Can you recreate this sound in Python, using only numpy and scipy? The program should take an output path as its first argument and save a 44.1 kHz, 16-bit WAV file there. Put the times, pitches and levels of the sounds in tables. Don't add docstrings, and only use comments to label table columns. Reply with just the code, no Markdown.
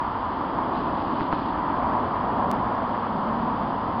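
import sys
import numpy as np
from scipy.fft import rfft, irfft, next_fast_len
from scipy.io import wavfile
from scipy.ndimage import map_coordinates

SR = 44100
rng = np.random.default_rng(int(sys.argv[2]) if len(sys.argv) > 2 else 0)


def log_audio(samples):
    frames = np.atleast_2d(samples).T
    limited = np.clip(frames, -1, 1)
    pcm = np.round(limited * 32767).astype(np.int16)
    wavfile.write(sys.argv[1], SR, pcm)


N = 176400


def amp(db):
    return 10 ** (np.asarray(db) / 20)


def unit(x):
    return x / np.sqrt(np.mean(x ** 2) + 1e-20)


def curves(rows):
    times, *columns = np.transpose(rows)
    return [np.interp(np.arange(N) / SR, times, column) for column in columns]


def wobble(rate):
    return map_coordinates(rng.standard_normal(4096), [np.arange(N) * rate / SR], mode="wrap")


def filtered(x, response):
    size = next_fast_len(N + 8192)
    return irfft(rfft(x, size) * response(np.fft.rfftfreq(size, 1 / SR)), size)[:N]


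def noise(spectrum):
    f, db = np.transpose(spectrum)
    white = rng.standard_normal(N)
    return unit(filtered(white, lambda hz: amp(np.interp(np.log(hz + 1), np.log(f), db))))


def hand_rubs():
    # start t/s, length/s, relative level/dB
    rubs = [(0.722, .11, 2), (0.821, .39, -0.5), (1.185, 0.095, 1), (1.309, 0.052, 4.5), (1.345, .17, 1)]
    # f/Hz, level/dB
    rub_spectrum = [(150, 0), (400, 11), (800, 2.5), (1500, 9), (2300, -1.5), (3000, 2.5), (3800, -4.5),
                    (4400, -4), (4900, -8.5), (6000, -10)]
    t = np.arange(N) / SR
    fade_s = .014
    strokes = sum(amp(db) * np.clip(np.minimum(t - start, start + length - t) / fade_s, 0, 1)
                  for start, length, db in rubs)
    friction = noise(rub_spectrum)
    grain = amp(3 * wobble(rate=170))
    return amp(-45.5) * strokes * unit(friction * grain)


def hand_bumps():
    # t/s, level/dB, thud level relative to the knock/dB
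    bumps = [(1.2084, -10.5, -6), (1.2156, -22, 9.5), (1.3273, -8, -5.5), (1.3334, -19, 9)]
    # f/Hz, relative level/dB, t60/s
    case_modes = [(950, 1, 0.011), (1270, -6.5, 0.011), (3060, -25, 0.0047), (4300, -25, .005)]
    thud_hz, thud_t60_s, attack_s = 284, 0.016, 0.00032
    out = np.zeros(N)
    for start, db, thud_db in bumps:
        age = np.maximum(np.arange(N) / SR - start, 0)
        modes = [*case_modes, (thud_hz, thud_db, thud_t60_s)]
        ring = sum(amp(level - 60 * age / t60) * np.sin(2 * np.pi * hz * age) for hz, level, t60 in modes)
        attack = 1 - np.exp(-age / attack_s)
        out -= amp(db) * attack * ring
    return out


def case_tick(at_s=2.755, hz=5450, half_length_s=.0004):
    t = np.arange(N) / SR
    envelope = np.exp(-((t - at_s) / half_length_s) ** 2)
    return amp(-37.5) * envelope * np.sin(2 * np.pi * hz * t)


def click(at_s=2.5146, decay_s=0.000158):
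    age = np.arange(N) / SR - at_s
    return amp(-15) / 2 * -np.sign(age) * np.exp(-np.abs(age) / decay_s)


def rumble():
    # t/s, relative level/dB
    rumble_level = [(0, -39.5), (0.7, -41), (1.3, -41.5), (1.7, -39.5), (2.2, -37.5), (2.6, -41),
                    (3.1, -42.5), (3.5, -40.4), (4, -37)]
    # f/Hz, level/dB
    rumble_spectrum = [(12, -16), (30, -15.5), (42, -4.5), (54, 2), (76, -1.5), (105, 1.5), (140, -7),
                       (200, -11), (400, -43.5)]
    level_db, = curves(rumble_level)
    return amp(level_db - 1.48) * noise(rumble_spectrum)


def drone_band(width_hz, steepness=1.14):
    hz = np.fft.fftfreq(N, 1 / SR)
    bell = (1 + (2 * hz / width_hz) ** 2) ** (-steepness / 2)
    shape = bell / (1 + (hz / 190) ** 4)
    return shape / np.linalg.norm(shape)


def engines():
    # t/s, relative level/dB
    engine_level = [(0, -36.5), (0.25, -38), (0.6, -31.5), (1, -31.0), (1.45, -32), (1.8, -31.5),
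                    (2.3, -31.5), (2.7, -31.5), (2.98, -32.7), (3.15, -30), (3.4, -29), (3.7, -31.5),
                    (4, -36)]
    # t/s, f/Hz
    engine_pitch = [(0, 255), (0.698, 278), (1.3, 268), (2.2, 242), (3.199, 222), (4, 232)]
    # t/s, nominal width/Hz
    engine_width = [(0, 115), (1.1, 134.4), (2.6, 114.6), (3.3, 45.1), (4, 80)]
    level_db, = curves(engine_level)
    pitch, = curves(engine_pitch)
    width, = curves(engine_width)
    white = np.fft.fft(rng.standard_normal(N) + 1j * rng.standard_normal(N))
    narrow = np.fft.ifft(white * drone_band(width.min()))
    wide = np.fft.ifft(white * drone_band(width.max()))
    crossfade = (width - width.min()) / (np.ptp(width) + 1e-9)
    blur = (1 - crossfade) * narrow + crossfade * wide
    tone = np.exp(2j * np.pi * np.cumsum(pitch) / SR)
    return amp(level_db - 0.26) * unit((blur * tone).real)


def tyres():
    # t/s, relative roar level/dB, relative body level/dB
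    traffic = [(0, -27.5, -41), (0.2, -30, -36), (0.45, -28, -35.0), (0.8, -29, -32.5), (1.1, -30, -34.5),
               (1.5, -29.5, -36), (1.65, -27, -36.5), (1.85, -26.5, -31.5), (2.15, -28, -31.5),
               (2.42, -27, -29.5), (2.65, -28, -32), (2.9, -27.9, -32.5), (3.15, -29.0, -33.0),
               (3.58, -29, -32.5), (3.8, -29.5, -34), (4, -29, -33)]
    # f/Hz, level/dB
    roar_spectrum = [(350, -30), (700, -12.5), (830, -6.5), (910, -1.1), (1010, -0.7), (1130, -5),
                     (1300, -10.5), (1480, -18), (1700, -20), (2000, -27), (2500, -35), (4000, -60)]
    # f/Hz, level/dB
    body_spectrum = [(150, -17), (330, -4.5), (480, -5), (600, -2), (720, 1), (850, -4.5), (1100, -17),
                     (2000, -52)]
    # f/Hz, level/dB
    hiss_spectrum = [(1500, -14.5), (2400, -10), (2850, -0.5), (3200, 0.5), (3500, -3), (3850, -11),
                     (4300, -9), (4800, -9), (6000, -12.5)]
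    roar_db, body_db = curves(traffic)
    roar = amp(roar_db + 0.38) * noise(roar_spectrum)
    flutter = amp(0.62 * wobble(rate=22))
    body = amp(body_db + 0.34) * noise(body_spectrum)
    hiss = amp(-50) * noise(hiss_spectrum)
    return roar * flutter + body + hiss


def scene():
    return (tyres() + engines() + rumble() + hand_rubs() + hand_bumps() + case_tick())[None]


def record(dry):
    # f/Hz, level/dB
    mic_rolloff = [(4850, 0), (5100, -6.5), (5500, -14.5), (6000, -25), (6200, -42.5), (6400, -74.5)]
    band_limit_hz = 15800
    dull = filtered(dry[0], lambda hz: amp(np.interp(hz, *np.transpose(mic_rolloff))))
    return filtered(dull + click(), lambda hz: np.clip((band_limit_hz - hz) / 600 + .5, 0, 1))[None]


dry = scene()
out = record(dry)
log_audio(out)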